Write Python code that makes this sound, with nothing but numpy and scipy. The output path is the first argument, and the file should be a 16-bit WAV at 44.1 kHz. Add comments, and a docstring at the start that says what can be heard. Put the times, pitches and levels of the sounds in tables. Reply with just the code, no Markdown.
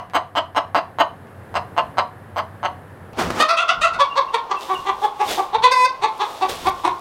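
"""A hen close by clucks in a straw nest over a wavering hum; then, after a clatter, a hen further off
in a wooden barn screams and cackles while boots shuffle through straw and a young bird peeps.
A hen's voice is membrane pulses and breath ringing in chest, throat, mouth and windpipe; walls echo it.
Peeps are gliding sines. Clatter and straw are random snaps over hiss; footfalls rumble in the floor."""
import sys
import numpy as np
from scipy import signal
from scipy.fft import rfft, irfft
from scipy.io import wavfile

SR = 44100
rng = np.random.default_rng(int(sys.argv[2]) if len(sys.argv) > 2 else 0)


def materialize(psi):
    """Save the field psi as 16-bit PCM at rate SR to the path in sys.argv[1].

    A 1-D psi becomes a single channel; in a 2-D psi each row is a channel.
    """
    bounded = np.clip(np.atleast_2d(psi).T, -1, 1)
    quanta = np.round(bounded * 32767).astype(np.int16)
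    wavfile.write(sys.argv[1], SR, quanta)


N = 308964
LEAD = SR // 5   # run-in samples: a call can start before time zero


def from_db(db):
    return 10 ** (np.asarray(db) / 20)


def rms_one(x):
    return x / np.sqrt(np.mean(x ** 2) + 1e-20)


def lookup(values, index):
    """Linear interpolation at a fractional index."""
    return np.interp(index, np.arange(len(values)), values)


def level_curve_db(rows):
    """Joins (time [s], level [dB]) points; silent outside them."""
    return np.interp(np.arange(N) / SR, *np.transpose(rows), -120, -120)


def drift(rate_hz):
    """Slow random wander, spread about 1."""
    knots = rng.standard_normal(int(N / SR * rate_hz * 2) + 2)
    return lookup(knots, np.linspace(0, len(knots) - 1, N))


def bursts(rows):
    """Envelope of events that swell and die away, straight in dB."""
    t = np.arange(N) / SR
    envelope = np.zeros(N)
    for peak_s, db, rise_s, fall_s in rows:
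        away = np.where(t < peak_s, (peak_s - t) / max(rise_s, .002), (t - peak_s) / max(fall_s, .002))
        envelope += from_db(db - 40 * away)
    return envelope


def resonance(x, hz, *widths_hz):
    """Two-pole band-passes in series, one per width; peak gain 1."""
    for width_hz in widths_hz:
        r = np.exp(-np.pi * width_hz / SR)
        poles = [1, -2 * r * np.cos(2 * np.pi * hz / SR), r * r]
        x = signal.lfilter(np.array([1, 0, -1]) * (1 - r * r) / 2, poles, x)
    return x


def coloured(x, spectrum):
    """Shapes x by (frequency [Hz], gain [dB]) points; rms 1."""
    bin_hz = np.arange(1, N // 2 + 2) * SR / N
    hz, db = np.transpose(spectrum)
    gain = from_db(np.interp(np.log(bin_hz), np.log(hz), db))
    return rms_one(irfft(rfft(x) * gain, N))


def band_noise(low_hz, high_hz):
    band = signal.butter(2, [low_hz, high_hz], "band", fs=SR, output="sos")
    return rms_one(signal.sosfilt(band, rng.standard_normal(N)))


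def crunch(spectrum, snaps_per_s, spread_db, hiss):
    """Random snaps of uneven size on a bed of hiss."""
    sizes = from_db(spread_db * np.minimum(rng.exponential(1, N), 5)) * rng.choice([-1, 1], N)
    snaps = rms_one(sizes * (rng.random(N) < snaps_per_s / SR))
    return coloured(snaps + hiss * rng.standard_normal(N), spectrum)


def place(sounds):
    """Lays (time [s], sound) pairs on a track that begins LEAD samples early."""
    track = np.zeros(N + LEAD + SR)
    for start_s, sound in sounds:
        i = round(start_s * SR) + LEAD
        track[i:i + len(sound)] += sound
    return track


def room(track, echoes, tail_db, t60_s, cutoff_hz, rings):
    """Direct sound, smeared wall echoes and a tail dulled by wood and straw, and longer plank rings."""
    t = np.arange(SR // 2) / SR
    noise = rng.standard_normal(len(t))
    shapes = [(from_db(-60 * t / t60_s) * np.minimum(t / .01, 1), tail_db)]
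    shapes += [(np.exp(-np.abs(t - delay_s) / .004), db) for delay_s, db in echoes]
    response = sum(from_db(db) * noise * shape / np.linalg.norm(shape) for shape, db in shapes)
    response = signal.lfilter(*signal.butter(2, cutoff_hz, fs=SR), response)
    for hz, width_hz, db in rings:
        ring = resonance(noise[::-1], hz, width_hz) * from_db(-40 * t / t60_s) * np.minimum(t / .02, 1)
        response += from_db(db) * np.sqrt(width_hz / 600) * ring / np.linalg.norm(ring)
    response[0] = 1
    return signal.fftconvolve(track, response)[LEAD:LEAD + N]


def membrane(progress, length_s, hz, swell, rough):
    """Voice source and its breath alone; roughness makes the pulses uneven in time and strength."""
    waver, jitter_cycles, breath_share = .06, .15, .16
    uneven_db, crack_db, top_hz = 7, 8, 15500
    timing, wobble = rng.standard_normal((2, 200))
    noise = rng.standard_normal(SR // 4)[:len(progress)]
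    t = progress * length_s
    waver_hz = waver * rough ** .5 * np.median(hz) * lookup(wobble, t * 60)
    cycles = np.cumsum(hz + waver_hz) / SR - .1
    strength = from_db(uneven_db * rough * wobble[np.clip(np.round(cycles).astype(int), 0, 199)])
    strength *= from_db(crack_db * rough * lookup(timing[::-1], t * 120))   # breaks up into bursts
    unsettled = rough * (1 + np.exp(-progress / .2))   # takes a few cycles to settle
    cycles += jitter_cycles * unsettled ** 2 * lookup(timing, cycles)
    orders = np.arange(1, int(top_hz / hz.min()))[:, None]
    pulses = rms_one((np.cos(2 * np.pi * orders * cycles) * (orders * hz < top_hz)).sum(0))
    breath = noise * (1 + np.cos(2 * np.pi * cycles))   # air rushes only while the membrane is open
    push = np.interp(progress, *swell) ** 1.6 * strength
    return push * (pulses + breath_share * unsettled * breath), push * breath


def windpipe(source, modes, rough):
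    """Upper resonances; the neck is held a little differently for each call."""
    shifts = np.clip(rough * 3, 0, 1) * rng.standard_normal((len(modes), 2)) * [.035, 3]
    sound = np.zeros(len(source))
    for k, ((hz, width_hz, db), (detune, shift_db)) in enumerate(zip(modes, shifts)):
        ring = resonance(source, hz * (1 + detune), width_hz, 2 * width_hz)
        sound += (-1) ** k * from_db(db + shift_db) * ring
    return sound


def hen_call(length_s, pitch, swell, beak, db, rough, mouth_hz, bright_db, pipe, throat,
             mouth_width_hz, chest_hz, chest_db):
    """The membrane rings mouth, throat, chest and windpipe. pitch, swell, beak: (progress, values)."""
    progress = np.linspace(0, 1, round(length_s * SR))
    hz = np.interp(progress, *pitch)
    ring_out = (0, SR // 50)
    source, breath = (np.pad(x, ring_out) for x in membrane(progress, length_s, hz, swell, rough))
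    opening = np.pad(np.interp(progress, *beak), ring_out)
    throat_hz, throat_width_hz, throat_db = throat
    mouth = rms_one(resonance(source, mouth_hz, mouth_width_hz, 1.51 * mouth_width_hz))
    hoarse = rms_one(resonance(breath, throat_hz, throat_width_hz, 2 * throat_width_hz))
    hoarse *= 3 * rough * from_db(throat_db)
    chest = from_db(chest_db) * rms_one(resonance(source, max(np.median(hz), chest_hz), 150, 500))
    treble = from_db(bright_db) * rms_one(windpipe(source * opening, pipe, rough))
    return from_db(db) * (mouth + hoarse + chest + treble)


def gesture(onset_strength, peak_share):
    """Swell and beak opening of a short call: treble comes late and goes first."""
    peak_share = np.clip(peak_share, .1, .85)
    swell = [0, peak_share, .88, 1], [onset_strength, 1, .8, 0]
    beak = [0, peak_share, 1], [.4, 1, .3]
    return swell, beak


def near_hen():
    """Clucks whose pulses start slow and speed up; the body thumps along, however bright the call."""
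    # (time [s], length [s], final pulse rate [Hz], level [dB], brightness [dB])
    clucks = [ (-.07, 0.051, 399.4, -27, -8), (0.134, 0.041, 402, -23.5, -6), (.352, 0.042, 400.5, -24, -6),
              (.547, 0.046, 390, -24, -7), (0.746, 0.045, 391.6, -22, -7.5), (0.986, .036, 416, -20, -7.5),
              (1.541, 0.04, 251.2, -26, -8.5), (1.765, 0.0379, 234.8, -23, -10.5),
              (1.971, 0.035, 274.2, -22, -9), (2.36, 0.041, 235.7, -27.5, -9.5),
              (2.63, 0.043, 232.6, -26.5, -9), ]
    # windpipe modes: (frequency [Hz], width [Hz], gain [dB])
    modes = [(2100, 400, 1.5), (2877, 270, 14), (4020, 410, -0.5), (4980, 370, 0.5), (6240, 300, -3),
             (7900, 720, -6.5), (13400, 4000, -8)]
    top_hz, top_width_hz, top_db = modes[-1]
    start_hz, throat = 150, (1036, 55, -10.5)   # throat: columns as modes
    swell, beak = gesture(onset_strength=.52, peak_share=.58)
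    sounds = []
    for start_s, length_s, end_hz, db, bright_db in clucks:
        body = (380, 464, 4.6 - bright_db)
        top = (top_hz, top_width_hz, top_db + 1.83 * bright_db)
        cluck = hen_call(length_s, ([0, 1], [start_hz, end_hz]), swell, beak, db, rough=.38,
                         mouth_hz=908, bright_db=bright_db, pipe=[body, *modes[:-1], top],
                         throat=throat, mouth_width_hz=282, chest_hz=695, chest_db=-2.5)
        sounds.append((start_s, cluck))
    return place(sounds)


def nest_echo(track):
    """Close walls and a short, dull tail."""
    # echoes (delay [s], gain [dB]), tail [dB], t60 [s], cutoff [Hz],
    # rings (frequency [Hz], width [Hz], relative gain [dB])
    acoustics = ([(.007, 0), (.025, -19.5)], -6, 0.23, 5200, [(754, 43, -16), (1120, 45, -18.5),
                 (945, 920, -29)])
    return room(track, *acoustics)


def nest_air():
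    """Low noise with a drifting level."""
    # (frequency [Hz], relative density [dB])
    spectrum = [(12, -75.5), (20, -19), (43, -32.5), (101, -7), (248, -16), (328, -19), (410, -17.5),
                (446, -16.5), (1400, -25), (1710, -23.5), (2260, -35.5), (6180, -54), (11100, -46.5),
                (16000, -57)]
    # (time [s], relative level [dB])
    levels = [(0.0, -48), (1.12, -45), (1.88, -40.5), (2.1, -44), (3.14, -43.5)]
    gain = from_db(level_curve_db(levels) + 2.5 + .4 * drift(1.7))
    return gain * coloured(rng.standard_normal(N), spectrum)


def hum():
    """A low sine wavering in pitch and level."""
    # (time [s], mean level [dB])
    levels = [(0.0, -47), (1.3, -48), (1.56, -40), (1.95, -47), (2.1, -45), (3.14, -40)]
    hz = 93.2 * (1 + .0483 * drift(11))
    return from_db(level_curve_db(levels) + 2.7 * drift(9.6)) * np.sin(2 * np.pi * np.cumsum(hz) / SR)


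def stalk_snaps():
    """Each stalk snaps with a short, broad ring."""
    # (time [s], peak [dB], frequency [Hz])
    snaps = [(0.0992, -29.5, 1580), (1.271, -40, 1730), (4.61, -21, 3900), (4.745, -25.5, 9670),
             (6.181, -30, 9600), (6.6896, -27, 9500), (6.995, -32, 9850)]
    sounds = []
    for start_s, db, hz in snaps:
        ring = resonance(signal.unit_impulse(300), hz, .5 * hz)
        sounds.append((start_s, from_db(db) * ring / np.abs(ring).max()))
    return place(sounds)


def clatter():
    """Three crunchy knocks over a low thud."""
    # (time [s], level [dB], 40 dB rise [s], 40 dB fall [s])
    knocks = [(3.192, -16, 0.04, 0.26), (3.304, -18.5, -0.11, 0.03), (3.408, -17, 0.16, 0.1052)]
    # (frequency [Hz], relative density [dB])
    spectrum = [(88, -40), (150, -23), (240, 0.5), (291, -6), (348, -2.5), (1210, -3), (2360, -14.5),
                (5360, -21), (16000, -39.5)]
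    # (time [s], level [dB])
    thud = [(3.13, -50), (3.2, -34.5), (3.28, -27), (3.4, -38), (3.43, -47)]
    knocking = bursts(knocks) * crunch(spectrum, snaps_per_s=1500, spread_db=1, hiss=.97)
    return knocking + from_db(level_curve_db(thud)) * band_noise(53, 270)


def barn_air():
    """Midrange noise with a drifting level."""
    # (frequency [Hz], relative density [dB])
    spectrum = [(12, -30), (20, -33.5), (434, 1.5), (923, 6.5), (1760, -13), (2750, -11.5), (5080, -20),
                (7730, -31.5), (13200, -34), (16000, -35)]
    return from_db(-40 + drift(2.1)) * coloured(rng.standard_normal(N), spectrum)


def floor_rumble():
    """Footfalls carried through the floor, over a steady rumble."""
    # (time [s], level [dB])
    footfalls = [(3.8, -39), (3.968, -44), (4.151, -60), (4.8, -50.5), (4.94, -49), (5.3, -44), (5.6, -43),
                 (6.018, -53), (6.53, -45), (6.68, -35), (6.901, -46.5)]
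    rise_s, fall_s, steady_db = .19, .19, -56.5
    feet = bursts([(peak_s, db, rise_s, fall_s) for peak_s, db in footfalls])
    return (feet + from_db(steady_db)) * band_noise(21, 184)


def far_hen():
    """Screams and clucks slide up to their pitch and hold it; one squawk is long and clear."""
    # (time [s], length [s], pitch [Hz], level [dB], roughness [0-1], mouth [Hz], brightness [dB])
    calls = [ (3.394, 0.043, 643, -15.5, .25, 1270, -5.5), (3.48, 0.077, 670.6, -19.5, 0.41, 1274, -9.5),
             (3.564, 0.078, 679.5, -21, 0.34, 1300, -5), (3.679, 0.051, 690.3, -19, 0.37, 1274, -5.5),
             (3.808, 0.086, 675, -18.5, 0.32, 1317, -6.5), (3.928, 0.043, 690, -30.5, 0.32, 1390, -10),
             (3.987, 0.05, 565, -18, 0.36, 986, -10.5), (4.153, 0.046, 534.5, -18.5, 0.41, 973, -13),
             (4.326, 0.047, 467.5, -21, 0.29, 1000, -10.5), (4.491, 0.064, 410.8, -26.5, 0.45, 986, -13),
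             (4.682, 0.07, 382.5, -26, 0.35, 945, -18), (4.851, 0.054, 387.6, -23.5, 0.34, 943, -12),
             (5.017, 0.047, 424.4, -18.5, 0.35, 817, -21), (5.189, 0.0525, 419.2, -20, 0.41, 855, -18),
             (5.37, 0.0438, 395, -22, 0.57, 810, -23), (5.524, 0.049, 444.7, -18.5, 0.4, 825, -16),
             (5.622, 0.059, 492.6, -16, 0.22, 1010, -6), (6.013, 0.053, 427.6, -19, 0.42, 890, -12),
             (6.191, 0.059, 411.8, -23, 0.33, 946, -10.5), (6.408, 0.052, 372.8, -23, 0.44, 856, -12.5),
             (6.647, 0.043, 379.2, -20.5, 0.36, 890, -13.5), (6.836, 0.052, 349.4, -20, 0.41, 886, -14), ]
    # (time [s], pitch [Hz], strength [0-1], beak opening [0-1])
    squawk_path = [(5.71, 470, .3, .8), (5.72, 530, .95, .95), (5.735, 508, .75, .65), (5.75, 503, .6, .6),
                   (5.84, 503, .75, .65), (5.856, 520, .85, .8), (5.878, 535, .1, .1)]
    # windpipe modes: (frequency [Hz], width [Hz], gain [dB])
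    scream_pipe = [(1890, 260, 0.5), (2720, 290, 5.5), (3520, 380, -1.5), (4370, 900, -8), (6030, 980, -14),
                   (8200, 2500, -21.5), (12100, 6000, -41)]   # neck stretched
    cluck_pipe = [(250, 410, -16), (1990, 590, 10.5), (2630, 400, 14.5), (3500, 495, 17), (4360, 400, 10),
                  (5740, 1360, 0.5), (8300, 1700, -5), (12000, 12000, -20.5)]
    squawk_pipe = [(1544, 170, 4), (2080, 490, 1), (2475, 330, 4), (3720, 310, 0), (4410, 310, -1.5),
                   (5000, 720, -4), (6420, 450, -8.5), (8400, 1300, -14), (12500, 4500, -28)]
    scream_above_hz, throat = 600, (1093, 96, -14)   # throat: columns as modes
    sounds = []
    for start_s, length_s, hz, *voice in calls:
        if hz > scream_above_hz:
            attack_s, arch, pipe = .011, [.9, .97, 1.03, .931], scream_pipe
        else:
            attack_s, arch, pipe = .019, [.82, .99, 1.02, .973], cluck_pipe
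        pitch = [0, .3, .7, 1], hz * np.array(arch)
        swell, beak = gesture(onset_strength=.28, peak_share=attack_s / length_s)
        cry = hen_call(length_s, pitch, swell, beak, *voice, pipe, throat,
                       mouth_width_hz=204, chest_hz=345, chest_db=-8.5)
        sounds.append((start_s, cry))
    times_s, hz, strength, opening = np.transpose(squawk_path)
    length_s = times_s[-1] - times_s[0]
    progress = (times_s - times_s[0]) / length_s
    squawk = hen_call(length_s, (progress, hz), (progress, strength), (progress, opening), db=-20,
                      rough=.001, mouth_hz=1000, bright_db=-4.5, pipe=squawk_pipe, throat=throat,
                      mouth_width_hz=320, chest_hz=345, chest_db=-5.5)
    return place(sounds + [(times_s[0], squawk)])


def barn_echo(track):
    """Wooden walls, a longer tail and one plank ring."""
    # echoes (delay [s], gain [dB]), tail [dB], t60 [s], cutoff [Hz],
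    # rings (frequency [Hz], width [Hz], relative gain [dB])
    acoustics = ([(.008, -4.5), (.04, -14.5)], -7, 0.32, 5300, [(1088, 340, -16.5)])
    return room(track, *acoustics)


def young_bird():
    """Each peep is a sine that glides and trembles."""
    # (time [s], length [s], start pitch [Hz], end pitch [Hz], peak [dB])
    peeps = [(4.089, 0.072, 2800, 2810, -32), (4.272, 0.024, 2680, 2760, -37.5),
             (4.538, 0.076, 2720, 2690, -37.5), (4.738, 0.049, 2900, 2830, -28)]
    sounds = []
    for start_s, length_s, start_hz, end_hz, db in peeps:
        n = round(length_s * SR)
        tremble = lookup(rng.standard_normal(40), 150 * np.arange(n) / SR)
        hz = np.linspace(start_hz, end_hz, n) * (1 + .015 * tremble)
        sounds.append((start_s, from_db(db) * np.hanning(n) * np.sin(2 * np.pi * np.cumsum(hz) / SR)))
    return place(sounds)


def boots_in_straw():
    """Each scuff is a swell of dense snaps and hiss."""
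    # (time [s], level [dB], 40 dB rise [s], 40 dB fall [s])
    scuffs = [(4.622, -37, 0.16, 1.07), (5.05, -34.5, 0.12, 0.08), (5.312, -21.5, 0.1759, 0.26),
              (6.30, -39.5, 0.64, 0.9), (6.495, -26, 0.02, 0.16), (6.70, -32.5, .5, 0), (6.80, -44, 0.7, 1)]
    # (frequency [Hz], relative density [dB])
    spectrum = [(120, -55), (200, -8), (500, 3), (749, 1), (821, -5), (2420, -8), (3690, -2), (3970, -7),
                (16000, -22.5)]
    return bursts(scuffs) * crunch(spectrum, snaps_per_s=2500, spread_db=3, hiss=1.2)


def scene():
    """The nest, then the barn; mono."""
    barn_start_s = 3.133
    distant = far_hen() + young_bird() + stalk_snaps()
    events = clatter() + boots_in_straw() + nest_echo(near_hen()) + barn_echo(distant)
    in_nest = np.arange(N) < barn_start_s * SR
    background = np.where(in_nest, nest_air() + hum(), barn_air() + floor_rumble())
    return (events + background)[None]


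def record(dry):
    """Rounds the peaks and cuts the top."""
    ceiling, cutoff_hz = 1.6, 16400
    lowpass = signal.cheby2(20, 70, cutoff_hz, fs=SR, output="sos")
    return signal.sosfilt(lowpass, ceiling * np.tanh(dry / ceiling))


dry = scene()
out = record(dry)
materialize(out)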